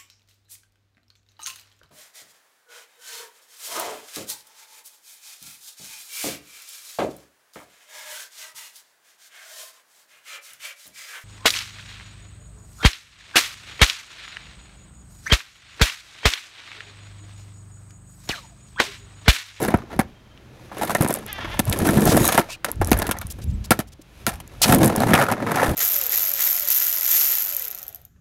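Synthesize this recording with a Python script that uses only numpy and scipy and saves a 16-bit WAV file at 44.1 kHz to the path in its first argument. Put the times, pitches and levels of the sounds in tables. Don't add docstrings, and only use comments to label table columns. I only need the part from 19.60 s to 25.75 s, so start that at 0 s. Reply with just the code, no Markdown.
import sys
import numpy as np
from scipy import signal
from scipy.fft import rfft, irfft, next_fast_len
from scipy.io import wavfile
from scipy.ndimage import uniform_filter1d, map_coordinates

SR = 44100
rng = np.random.default_rng(int(sys.argv[2]) if len(sys.argv) > 2 else 0)


def unload_audio(sound):
    columns = np.transpose(np.atleast_2d(sound))
    steps = np.round(np.clip(columns, -1, 1) * 32767)
    wavfile.write(sys.argv[1], SR, steps.astype(np.int16))


def volts(x):
    e = np.asarray(x, float) / 20
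    return 10 ** e


N = 271215


def unit(x):
    return x / np.sqrt(np.mean(x ** 2) + 1e-20)


def along(points, hz):
    f, v = np.transpose(points)
    return np.interp(np.log(hz + 1), np.log(f + 1), v)


def curves(rows):
    s, *cols = np.transpose(rows)
    return [np.interp(np.arange(N) / SR, s, c) for c in cols]


def wobble(rate_hz, span=slice(None)):
    knots = rng.standard_normal(int(N * rate_hz / SR) + 4)
    return map_coordinates(knots, [np.arange(N)[span] * rate_hz / SR])


def filtered(x, response):
    m = next_fast_len(N + SR // 2)
    return irfft(rfft(x, m) * response(np.fft.rfftfreq(m, 1 / SR)), m)[..., :N]


def body(modes, skirt):
    lo, hi = modes[0][0] / skirt, modes[-1][0] * skirt

    def raw(f):
        peaks = 0
        for k, (hz, width, db) in enumerate(modes):
            mode = 1j * f * width / (hz * hz - f * f + 1j * f * width)
            peaks = peaks + (-1) ** k * volts(db) * mode
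        band = 1j * f / lo / (1 + 1j * f / lo) / (1 + 1j * f / hi)
        return peaks * band ** 2

    norm = np.sqrt(np.mean(abs(raw(np.linspace(0, SR / 2, 1 << 13))) ** 2))
    return lambda f: raw(f) / norm


# (frequency [Hz], density [dB per Hz])
GARDEN_SPECTRUM = [(15, -57), (25, 5.5), (87, -81), (123, 5), (149, -12.5), (3250, -28.5), (7500, -43.5),
                   (16000, -47)]


def garden():
    noise = filtered(rng.standard_normal(N), lambda hz: volts(along(GARDEN_SPECTRUM, hz)))
    return volts(-52.5) * volts(1.2 * wobble(6)) * unit(noise)


def glides(rows, width_hz, steady):
    out = np.zeros(N)
    for start_s, end_s, db, hz0, hz1 in rows:
        span = slice(round(start_s * SR), round(end_s * SR))
        way = np.linspace(0, 1, span.stop - span.start)
        phase = 2 * np.pi * np.cumsum(hz0 + (hz1 - hz0) * way) / SR
        tone = (steady + wobble(width_hz, span)) * np.sin(phase) + wobble(width_hz, span) * np.cos(phase)
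        out[span] += volts(db) * np.sqrt(abs(np.sin(np.pi * way))) * tone
    return out


# (start [s], end [s], level [dB], first pitch [Hz], last pitch [Hz])
CHIRP_EVENTS = [
    (0.453, 0.853, -66.5, 3240, 3100),
    (3.874, 3.904, -58, 7250, 7200),
    (3.934, 3.958, -59.5, 7760, 7750),
]


def chirps():
    return glides(CHIRP_EVENTS, width_hz=63, steady=1.1)


# (frequency [Hz], t60 [s])
YARD_T60 = [(300, 0.27), (15000, 0.059)]


def yard(x):
    hz, t, z = signal.stft(rng.standard_normal(SR // 3), SR, nperseg=256)
    decay = volts(-60 * t / along(YARD_T60, hz)[:, None])
    tail = signal.istft(z * decay, SR, nperseg=256)[1]
    delay_samples = 300
    return signal.fftconvolve(np.pad(x, (delay_samples, 0)), tail / np.linalg.norm(tail))[:N]


# (frequency [Hz], density [dB per Hz])
BUFFET_SPECTRUM = [(12, -32.5), (50, -1), (90, -1.5), (140, -11), (220, -19), (600, -81)]
# (time [s], strength [dB])
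BREEZE_STRENGTH = [(0, -43), (.53, -55.5), (1.37, -48), (1.63, -50), (1.92, -34.5), (2.05, -38),
                   (2.62, -26), (2.74, -45), (3.01, -56.5), (3.2, -36), (3.7, -37.5), (4.08, -50),
                   (4.28, -46), (4.61, -66), (4.75, -37), (5.0, -58.5), (5.25, -41), (6.15, -57)]
# (time [s], peak [dB], time to fall 20 dB [s]
PUFF_EVENTS = [(.01, -39, 0.3), (0.151, -21, 0.03), (.39, -32, 0.1), (1.414, -24, -0.02), (1.99, -38, 0.5),
               (2.09, -7, 0.0253), (2.229, -16, 0.01), (2.789, -24.5, 0), (3.218, -23, 0.15),
               (3.34, -21.5, 0.17), (3.902, -20.5, 0.2151), (4.18, -32.5, -0.06), (4.68, -43, 0.5),
               (5.121, -23.5, 0.25), (6.105, -26, -0.2)]


def wind():
    rise_over_fall, swirl_hz, swirl_gain = 0.6, 54.9, 0.49
    power, swirls = volts(curves(BREEZE_STRENGTH)[0]) ** 2, np.zeros(N)
    for s, db, fall_s in PUFF_EVENTS:
        near = slice(max(round((s - 2 * fall_s) * SR), 0), round((s + 2 * fall_s) * SR))
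        t = np.arange(N)[near] / SR - s
        shape = volts(db - 20 * np.maximum(t, -t / rise_over_fall) / fall_s)
        power[near] += shape ** 2
        swirls[near] += shape * np.cos(2 * np.pi * swirl_hz * t)
    eddies = filtered(rng.standard_normal(N), lambda hz: volts(along(BUFFET_SPECTRUM, hz)))
    steady = eddies / abs(uniform_filter1d(eddies ** 2, size=SR // 12)) ** .35
    return np.sqrt(power) * unit(steady) + swirl_gain * swirls


# (start [s], end [s], level [dB], first pitch [Hz], last pitch [Hz])
SQUEAL_EVENTS = [
    (2.279, 2.303, -21, 1608, 1558),
    (2.567, 2.76, -33.5, 6710, 6600),
    (2.63, 2.69, -32.5, 3900, 3900),
    (2.885, 2.96, -38, 2400, 2700),
]


def squeals():
    return glides(SQUEAL_EVENTS, width_hz=570, steady=0)


# (time [s], slip rate [1/s], level [dB])
CREAK_SLIPS = [
    (1.665, 290, -45),
    (1.69, 418, -38),
    (1.76, 393, -38),
    (1.797, 375, -41.5),
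    (1.821, 490, -35),
    (1.848, 360, -36),
    (1.88, 250, -42),
    (1.925, 350, -34.5),
    (1.985, 360, -42),
]
# (frequency [Hz], width [Hz], level [dB])
BUSHING_MODES = [(790, 700, -5.5), (1840, 410, 1.5), (2650, 750, -2.5), (3440, 410, 0), (4700, 1300, -14),
                 (6300, 1500, -19)]


def creak():
    rate_hz, level_db = curves(CREAK_SLIPS)
    t = np.arange(N) / SR
    grip = wobble(150)
    turns = np.cumsum(rate_hz * (1 + .03 * grip)) / SR
    slips = np.diff(np.floor(turns), prepend=0) * volts(1.3 * rng.standard_normal(N))
    drive = unit(slips) + .35 * rng.standard_normal(N)
    sounding = (t > CREAK_SLIPS[0][0]) & (t < CREAK_SLIPS[-1][0])
    return filtered(volts(level_db + 2 * grip) * sounding * drive, body(BUSHING_MODES, skirt=3.4))


# (start [s], end [s], level [dB], first centre [Hz], last centre [Hz])
SCUFF_EVENTS = [
    (2.468, 2.535, -25.5, 6500, 3980),
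    (3.701, 3.727, -36.5, 6900, 8900),
    (3.815, 3.844, -47, 3500, 4500),
    (3.898, 3.916, -54, 4000, 4000),
    (4.041, 4.063, -40.5, 3920, 6900),
    (4.272, 4.292, -55, 4998, 6000),
    (4.319, 4.341, -51.5, 3920, 4970),
    (4.414, 4.425, -50, 6000, 6500),
    (5.017, 5.054, -13.5, 6700, 3250),
]
# (start [s], end [s], level [dB], first centre [Hz], last centre [Hz])
SWISH_EVENTS = [
    (2.877, 2.967, -35.5, 3600, 4170),
]


def scuffs():
    octaves, attack_s = 1, 0.00145
    hz, t, z = signal.stft(rng.standard_normal(N), SR, nperseg=128)
    gain = np.zeros(z.shape)
    for rows, swells in [(SCUFF_EVENTS, False), (SWISH_EVENTS, True)]:
        for s0, s1, db, hz0, hz1 in rows:
            centre_hz = np.interp(t, [s0, s1], [hz0, hz1])
            band = np.exp(-.5 * (np.log2((hz[:, None] + 1) / centre_hz) / octaves) ** 2)
            if swells:
                envelope = np.sin(np.pi * np.clip((t - s0) / (s1 - s0), 0, 1)) ** 2
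            else:
                release_s = 0.11 * (s1 - s0)
                envelope = np.clip(np.minimum((t - s0) / attack_s, (s1 - t) / release_s), 0, 1)
            even = np.sqrt(np.mean(band ** 2) / np.mean(band ** 2, 0))
            gain += volts(db) * envelope * unit(band.T).T * even
    grain = volts(2 * wobble(120))
    return grain * signal.istft(z * gain, SR, nperseg=128)[1][:N]


def knocks(rows, trim_db, cycles):
    overtone_ratio, overtone_db = 1.796, -11
    t, out = np.arange(SR // 12) / SR, np.zeros(N + SR)
    for s, db, hz in rows:
        fade = np.exp(-2 * hz * t / cycles) * (1 - np.exp(-3 * hz * t))
        overtone_hz = min(overtone_ratio * hz, SR / 3)
        tone = np.sin(2 * np.pi * hz * t) + volts(overtone_db) * np.sin(2 * np.pi * overtone_hz * t)
        out[round(s * SR):][:len(t)] -= volts(db + trim_db) * fade / fade.max() * tone
    return out[:N]


# (time [s], peak [dB], note [Hz])
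SPECK_EVENTS = [(.0074, -23, 11900), (.04, -24, 5500), (.0594, -25, 6000), (.1144, -32, 3740),
                (1.22, -19, 11000), (1.274, -24, 3820), (1.307, -21.5, 9000), (1.35, -8.5, 6900),
                (1.4336, -11, 10800), (1.5517, -15.5, 11400), (2.126, -8, 3930), (2.371, -18, 3520),
                (2.804, -15, 9300), (2.8274, -30.5, 4990), (2.9053, -20, 6010), (3.046, -10, 1544),
                (3.088, -25, 4480), (3.1034, -27, 8000), (3.1577, -31, 9000), (3.257, -22, 9000),
                (3.2854, -24, 10870), (3.2954, -23, 6420), (3.308, -15, 11600), (3.399, -14, 9000),
                (3.4441, -28, 11100), (3.8208, -34, 7210), (4.1729, -37, 5000), (5.016, -22, 4970)]


def specks():
    return knocks(SPECK_EVENTS, trim_db=1.5, cycles=1.5)


# (time [s], peak [dB], note [Hz])
RIDDEN_STONES = [(5.016, -13, 726), (5.042, -19, 610), (5.067, -23, 649), (5.104, -16, 755),
                 (5.112, -10, 720), (5.139, -5, 720), (5.157, -16, 576), (5.189, -22, 750),
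                 (5.206, -16, 638), (5.216, -13, 700), (5.28, -14, 765), (5.299, -12, 726),
                 (5.328, -16, 600), (5.352, -21, 710), (5.379, -15, 730), (5.405, -11, 750),
                 (5.419, -7, 730), (5.696, -18, 550), (5.779, -19, 637), (5.824, -19, 790),
                 (5.886, -24, 555), (5.947, -21, 805), (5.972, -7, 784), (6.001, -23, 1210),
                 (6.03, -5, 540)]
# (time [s], peak [dB], note [Hz])
HIGHER_STONES = [(5.1246, -5, 1440), (5.4905, -15, 1430), (5.5066, -19, 1340), (5.5345, 1, 1770),
                 (5.5423, 0, 1300), (5.5575, -9.5, 1080), (5.5775, -7, 1244), (5.6056, -11.5, 1440),
                 (5.6143, -5, 1390), (5.6244, -6, 1280), (5.634, -14, 1260), (5.666, -12, 1350),
                 (5.7222, -8, 990), (5.7365, -14, 1360), (5.8653, -16.5, 1000), (5.886, -21, 1230),
                 (5.917, -9, 1220), (5.9436, -22, 1200), (5.9743, -24, 1370), (5.982, -21, 1124),
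                 (5.9935, -20, 1400), (6.007, -22, 1220), (6.0166, -14, 1520), (6.0346, -14, 1420),
                 (6.0425, -10, 1500), (6.046, -10.5, 997), (6.0607, -17, 1320), (6.067, -14, 1790),
                 (2.203, -20, 1720), (2.217, -20, 1770), (1.424, -13, 1090), (.776, -33, 2900),
                 (5.552, -3, 2860)]
# (time [s], peak [dB], note [Hz])
PUSHED_STONES = [(0.024, -13, 400), (0.236, -27, 348), (0.312, -34, 302), (0.339, -24, 520),
                 (1.147, -33, 969), (1.169, -22.5, 626), (1.221, -12, 837), (1.275, -22, 900),
                 (1.305, -10, 1025), (1.314, -17, 764), (1.428, -9, 530), (1.507, -15, 520),
                 (1.608, -31, 595), (1.845, -23, 333), (2.113, -19, 720), (2.134, -16.5, 590),
                 (2.333, -13, 562), (2.341, -18, 344), (2.417, -12, 330), (2.475, -2.5, 716),
                 (2.494, -15, 410), (2.519, -7, 617), (2.574, -0.5, 630), (2.665, -15.5, 330),
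                 (2.694, -13.5, 720), (2.753, -11.5, 600), (2.794, -7.5, 339), (3.215, -10.5, 356),
                 (3.3155, -5.5, 280), (3.284, -22, 630), (3.394, -21, 347), (4.393, -33, 304)]


def stone_knocks():
    return knocks(RIDDEN_STONES + HIGHER_STONES + PUSHED_STONES, trim_db=-3.5, cycles=3.4)


# (time [s], peak [dB], note [Hz])
DIP_EVENTS = [(.365, -22, 188), (.394, -8.5, 203), (1.407, -6, 154), (2.088, -16.5, 59.5),
              (2.216, -10, 129.7), (2.372, -2, 184), (2.386, -12, 183), (2.468, -4, 195), (2.492, -5, 191),
              (2.611, -5.5, 149), (3.204, -13, 88), (3.65, -20, 91), (5.232, -8, 121), (5.38, -12.5, 200),
              (5.404, -11, 220), (5.464, -11, 148), (5.531, -14, 170), (6.085, -14.5, 66),
              (6.115, -17, 90.3)]


def dips():
    return knocks(DIP_EVENTS, trim_db=-1.0, cycles=1.34)


# (frequency [Hz], width [Hz], level [dB])
DECK_LOW_MODES = [(131.5, 99, -7), (197.4, 62.6, 0.5), (324, 220, -3.5)]
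# (frequency [Hz], width [Hz], level [dB])
DECK_MODES = [(530, 95, -2), (720, 111, -3), (953, 153, -4.5), (1354, 152, -4.5), (1715, 180, -4.5),
              (2193, 320, -11.5)]
# (frequency [Hz], width [Hz], level [dB])
AXLE_MODES = [(2390, 650, 7), (3900, 1070, 7), (4590, 1300, 5), (6500, 1800, -1.5)]
# (frequency [Hz], width [Hz], level [dB])
GRIT_MODES = [(7690, 5400, -30), (10800, 6550, 26), (13540, 3700, 21), (16400, 1500, -15)]


def parts():
    return [body(DECK_LOW_MODES, skirt=1.69), body(DECK_MODES, skirt=2.03),
            body(AXLE_MODES, skirt=5.5), body(GRIT_MODES, skirt=7.5)]


# (time [s], peak [dB])
NUDGED_SAND = [(.0024, -27), (0.0158, -22), (0.029, -7.5), (0.0793, -13), (.174, -26), (1.1833, -17.5),
               (1.2507, -15), (1.3708, -15), (1.411, -8), (1.4226, -3), (1.477, -9), (1.4856, -5),
               (1.506, -8), (1.527, -7), (1.54, -1.5), (1.56, -13.5), (1.5886, -21), (1.664, -15.5),
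               (1.7291, -7.5), (2.0534, -12), (2.0976, -1), (2.175, -20), (2.189, -4), (2.2719, -4.5)]
# (time [s], peak [dB])
ROLLED_SAND = [(2.308, -12), (2.407, -8), (2.455, 1.5), (2.5685, -3.5), (2.6523, -1.14), (2.6777, 8),
               (2.721, -8), (3.0473, -20), (3.116, -6), (3.2728, -7.5), (3.3752, -14), (3.3896, -5),
               (3.479, -17), (3.6689, -16.5), (3.713, -18), (3.842, -25.5), (5.918, -12), (5.1473, 6.5),
               (5.1846, -10), (5.245, -4), (5.259, 1), (5.2778, -1), (5.362, 0.5), (6.113, -19)]
# (time [s], peak [dB], pitch [Hz])
PEBBLE_GRAINS = [
    (0.364, -31, 4440),
    (1.6811, -25, 4200),
    (3.2467, -10.5, 5800),
    (3.587, -13, 6200),
    (4.877, -25, 6950),
    (5.4037, -7, 4240),
]


def ticks():
    sand_hz, scatter = 11060, 0.073
    t, snaps, rings = np.arange(SR // 50) / SR, np.zeros(N + SR), np.zeros(N + SR)
    fade = volts(-60 * t / .006)
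    sand = [(s, db, sand_hz * np.exp(scatter * rng.standard_normal())) for s, db in NUDGED_SAND + ROLLED_SAND]
    for s, db, hz in sand + PEBBLE_GRAINS:
        snaps[round(s * SR):][:len(t)] += volts(db - 10.5) * fade * rng.standard_normal(len(t))
        rings[round(s * SR):][:len(t)] += volts(db - 9) * fade * np.sin(2 * np.pi * hz * t)
    return filtered(snaps[:N], body(GRIT_MODES, skirt=1.2)) + rings[:N]


# (time [s], peak [dB], hardness [dB], t60 [s])
SLAM_EVENTS = [(.017, -19, -12, 0.126), (.081, -12.5, -22, 0.117), (.104, -18.5, -13, 0.036),
               (.14, -4, -28.5, 0.045), (.391, -6, -18.5, 0.09), (1.408, -12, -11.5, 0.056),
               (1.446, -11, -13, 0.036), (1.495, -15.5, -19, 0.097), (1.992, -8.5, -6, 0.052),
               (2.213, -21.5, -24, 0.061), (2.252, -17, -10.5, 0.19), (2.289, -6, -9.5, 0.042),
               (2.384, -7.5, -28.5, .017), (2.545, -6.5, -25, 0.02), (2.564, -8.5, -33, 0.097),
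               (2.601, -24, 3, 0.04), (2.745, -15.5, -7.5, 0.15), (2.789, -8.5, -12, 0.069),
               (3.316, -4.5, -11, 0.08), (3.49, -15.5, -16, 0.07), (3.786, -32, -16, 0.078),
               (4.107, -0.3, -5, 0.053), (4.19, -12.5, -9.5, 0.0837), (4.675, -15, -9.5, 0.131),
               (5.091, -8, -12, 0.15), (5.135, -5, -13.5, 0.11), (5.231, -6, -7.5, 0.038),
               (5.535, 1, -16, 0.07)]
# (time [s], peak [dB], hardness [dB], t60 [s])
TAP_EVENTS = [(.049, -12, -17.5, 0.057), (4.691, -17.5, -6.5, 0.068), (1.115, -25, -37, 0.061),
              (1.212, -15, -21, 0.097), (1.231, -17.5, -13.5, 0.077), (1.295, -10.5, -16.5, 0.088),
              (1.462, -8, -29, 0.0148), (2.373, -11.5, -8, 0.024), (2.457, -13, -24, 0.27),
              (2.721, -14, -4.5, 0.091), (2.777, -1, -18.5, 0.079), (3.214, -6.5, -20, 0.074),
              (3.419, -9, -10.5, 0.044), (4.729, -29.5, -11.5, 0.2), (4.801, -30, -6.5, 0.053),
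              (5.123, -1.5, -14.5, 0.06), (5.434, -2, -14, 0.026), (5.588, -7, -23, 0.1),
              (5.596, -5, -20, 0.079), (5.611, -13, -13, 0.21), (5.715, -10, -14.5, 0.11),
              (5.801, -23, -23, 0.063), (5.957, -13, -11, 0.078), (6.019, -9.5, -24, 0.19)]
# (time [s], peak [dB], hardness [dB], note [Hz])
CLACK_EVENTS = [(1.349, -2.5, -19.5, 1770), (1.788, -20, -28.5, 1790), (1.845, -22, -23, 2180),
                (2.076, -29, -5, 1300), (2.687, -8, -8, 1265), (3.045, -16.5, -3.5, 1540),
                (3.467, -21.5, -2, 1860), (3.511, -11, -5, 1371), (3.567, -23, -16, 1890),
                (3.614, -22, -9, 1438), (4.116, 0, -10.5, 1365), (4.666, -9.5, -5, 1367),
                (5.549, -4.5, -29, 2335), (5.653, -16, -32, 1270), (5.685, -8, -23, 1430),
                (5.909, -11.5, -23, 1250), (5.996, -8, -39, 1355), (2.127, -23, 0.5, 2440)]


def strikes():
    slam_hz, tap_hz, note_scatter, clack_t60_s = 691, 780, 0.0852, 0.054
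    slam_thud_db, tap_thud_db, clack_thud_db = -5.5, -17.5, -19.5
    out = []
    for rows, thud_db, centre_hz in [(SLAM_EVENTS, slam_thud_db, slam_hz), (TAP_EVENTS, tap_thud_db, tap_hz)]:
        for s, db, hard_db, t60_s in rows:
            hz = centre_hz * np.exp(note_scatter * rng.standard_normal())
            out.append((s, db, db + thud_db, db + hard_db, hz, t60_s))
    for s, db, hard_db, hz in CLACK_EVENTS:
        out.append((s, db, db + clack_thud_db, db + hard_db, hz, clack_t60_s))
    return out


BLOW_RISE_S = [0.0019, 0.00071, 0.00038, 0.00016]


def blows():
    t = np.arange(SR // 6) / SR
    rise_s = np.array(BLOW_RISE_S)[:, None]
    drives, notes = np.zeros((len(rise_s), N + len(t))), np.zeros(N + len(t))
    lives, trims_db = np.array([[.6], [.9], [.8], [.7]]), np.array([-11.0, -13.5, -6.0, -3.5])
    push_gain, push_s = np.array([[-2.5], [-2.2], [1.5], [1.4]]), np.array([[.0012], [.0003], [.00006], [.00003]])
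    push = push_gain * np.exp(-t / push_s)
    for s, knock_db, thud_db, crack_db, hz, t60_s in strikes():
        at = round(s * SR)
        rattle = volts(5.58 * uniform_filter1d(rng.standard_normal(len(t)), size=60) * np.sqrt(60))
        fade = volts(-60 * t / (lives * np.clip(t60_s, .012, .25))) * (1 - np.exp(-t / rise_s))
        thud_db, crack_db = min(thud_db, -9), min(crack_db, -8)
        level = volts(np.array([thud_db, knock_db, crack_db, crack_db]) + trims_db)[:, None]
        drives[:, at:][:, :len(t)] += level * (push + fade * rattle * rng.standard_normal(fade.shape))
        wander = 0.11 * np.cumsum(rng.standard_normal(len(t)))
        tone = np.sin(2 * np.pi * hz * t + wander - wander[0])
        notes[at:][:len(t)] += volts(knock_db - 7.5) * fade[1] * tone
    return drives[:, :N], notes[:N]


def texture(bumps, life_s, bed):
    shape = bed + unit(signal.lfilter([1], [1, -np.exp(-1 / (life_s * SR))], bumps))
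    return unit(shape * rng.standard_normal(N))


def jolts(rows):
    out = np.zeros(N)
    for s, db, *_ in rows:
        out[round(s * SR)] = volts(db / 2 + 11.5)
    return out


def chips(stones, centre_hz, cycles):
    at = np.flatnonzero(stones)[:, None]
    hz = centre_hz * np.exp(0.389 * rng.standard_normal(at.shape))
    t = np.arange(SR // 40) / SR
    fade = np.exp(-hz * t / cycles) * (1 - np.exp(-hz * t))
    notes = stones[at] * fade * np.sin(2 * np.pi * hz * t)
    return unit(np.bincount((at + np.arange(len(t))).ravel(), notes.ravel(), N + len(t))[:N])


# (time [s], contact [dB], grit [dB re contact], deck load [dB re contact])
SET_DOWN_PASS = [(0, -34.5, -17.5, 15.5), (.036, -34.5, -12, 11.5), (.13, -35.5, -21, 10),
                 (.254, -48, -25, 3), (.346, -40.5, -20, 7.5), (.448, -53, -17, 18), (.56, -54, -22, 0.5),
                 (.906, -52.5, -19, 8), (1.09, -47, -12, 6)]
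# (time [s], contact [dB], grit [dB re contact], deck load [dB re contact])
NUDGE_PASS = [(1.1, -45, -20, 5), (1.21, -35, -11, 6.5), (1.328, -34.5, -9.5, 4), (1.396, -38.5, -10.5, 14),
              (1.514, -35.5, -9.5, 9.5), (1.676, -46, -15.5, 6.5), (1.838, -33, -26, -6.5),
              (1.99, -40.5, -13, -1.5)]
# (time [s], contact [dB], grit [dB re contact], deck load [dB re contact])
DRAG_PASS = [(2.0, -52, -2, 20), (2.062, -40, -9, 8), (2.2, -34, -8, 16.5), (2.27, -34, -5, 17),
             (2.426, -33.5, -5.5, 18.5), (2.615, -27.5, -3, 13.5), (2.645, -27.5, -2.5, 4),
             (2.682, -31, -6.5, 3), (2.82, -33, -12, -20)]
# (time [s], contact [dB], grit [dB re contact], deck load [dB re contact])
LIFT_PASS = [
    (2.83, -39.5, -16.5, -7.5),
    (2.912, -39.5, -17.5, -13),
    (3.04, -68, -34, 17),
]
# (time [s], contact [dB], grit [dB re contact], deck load [dB re contact])
SHUFFLE_PASS = [(3.051, -31.5, -20, -5), (3.181, -49.5, -18, 11), (3.268, -38.5, -17.5, 8),
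                (3.386, -31, -17, 1), (3.462, -36.5, -23, 5), (3.558, -36.5, -31, -1), (3.62, -45, -15, -5),
                (3.85, -59, -4, 22.5), (4.1, -47.5, -19.5, -3)]
# (time [s], contact [dB], grit [dB re contact], deck load [dB re contact])
STEP_ON_PASS = [
    (4.13, -45, 0, 15),
    (4.29, -77, -9, 15.4),
    (4.6, -50, -8, 1.2),
    (4.82, -52, -18, 5.7),
    (5.012, -47, -9, 3.9),
]
# (time [s], contact [dB], grit [dB re contact], deck load [dB re contact])
RIDE_PASS = [(5.04, -22.5, -7, 0.55), (5.074, -32.5, 0.5, 16.3), (5.19, -37, -4, 25.2),
             (5.25, -25, -8.5, 20), (5.277, -33.5, -12, 15), (5.36, -32.5, -14, 17),
             (5.45, -31.5, -10.5, 11.5), (5.525, -26.5, -16.5, 13), (5.568, -24.5, -15, 3.4),
             (5.63, -25.5, -22, 3.4), (5.66, -37.5, -14, 7.9), (5.701, -29.5, -19, 9),
                  (5.77, -35, -27, 7.5), (5.83, -29.5, -23.5, 9.4), (5.93, -28.5, -19, 4.1),
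                  (5.98, -25.5, -20.5, 2.1), (6.05, -29, -13.5, 6), (6.15, -35, -10.5, 17)]


def rolling():
    contact_db, grit_db, load_db = curves(SET_DOWN_PASS + NUDGE_PASS + DRAG_PASS + LIFT_PASS + SHUFFLE_PASS
                                          + STEP_ON_PASS + RIDE_PASS)
    axle_db = -15 + 0.68 * contact_db + 0.44 * grit_db
    levels_db = [contact_db + load_db, contact_db, axle_db, contact_db + grit_db]
    stones_per_s = 200 * np.clip((levels_db[-1] + 62.5) / 22, .3, 1)
    sizes = volts(2.0 * np.minimum(rng.exponential(size=N), 3))
    firm = np.clip((contact_db + 56) / 12, 0, 1)
    stones = firm * (rng.random(N) < stones_per_s / SR) * sizes
    coarse = stones / 2 + jolts(RIDDEN_STONES + HIGHER_STONES + PUSHED_STONES)
    fine = coarse + jolts(NUDGED_SAND + ROLLED_SAND + SPECK_EVENTS)
    textures = [texture(coarse, life_s=0.011, bed=2.3), texture(coarse, life_s=0.0057, bed=0.76),
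                texture(coarse, life_s=0.0027, bed=1.0), texture(fine, life_s=0.0035, bed=0.75)]
    shared = firm * wobble(22)
    lumps_db, trims_db = [1.85, 1.0, 0.77, 2.6], [-6.0, -2.5, 1.0, 3.3]
    drives = []
    for db, rough, lump_db, trim_db in zip(levels_db, textures, lumps_db, trims_db):
        drives.append(volts(db + trim_db + lump_db * shared) * rough)
    return np.array(drives), volts(contact_db - 3.5) * chips(stones, centre_hz=959.0, cycles=2.7)


# (frequency [Hz], width [Hz], level [dB])
LOADED_MODES = [(112, 29, 1), (175, 69.3, -0.5), (244, 127, -3), (713, 390, -11)]


def ring(drives):
    rider_s = 4.95
    ridden = np.arange(N) > rider_s * SR
    out = filtered(drives[0] * ridden, body(LOADED_MODES, skirt=0.68))
    for drive, part in zip([drives[0] * ~ridden, *drives[1:]], parts()):
        out = out + filtered(drive, part)
    return out


def scene():
    (shaken, chipped), (struck, notes) = rolling(), blows()
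    single = stone_knocks() + dips() + specks()
    board = ring(shaken + struck) + chipped + notes + ticks() + scuffs() + creak() + single
    echo = volts(-23) * yard(board)
    return (board + echo + squeals() + chirps() + wind() + garden())[None]


def low_pass(x):
    return signal.sosfilt(signal.butter(12, 16990, fs=SR, output="sos"), x)


def record(dry):
    top_hz, edge_hz, fall_db = 15750, 600, -40
    limited = dry / (1 + abs(dry / .7) ** 4) ** (1 / 4)
    mix = filtered(limited, lambda hz: volts(fall_db * np.clip((hz - top_hz) / edge_hz, 0, 1)))
    return low_pass(mix)


dry = scene()
out = record(dry)
unload_audio(out)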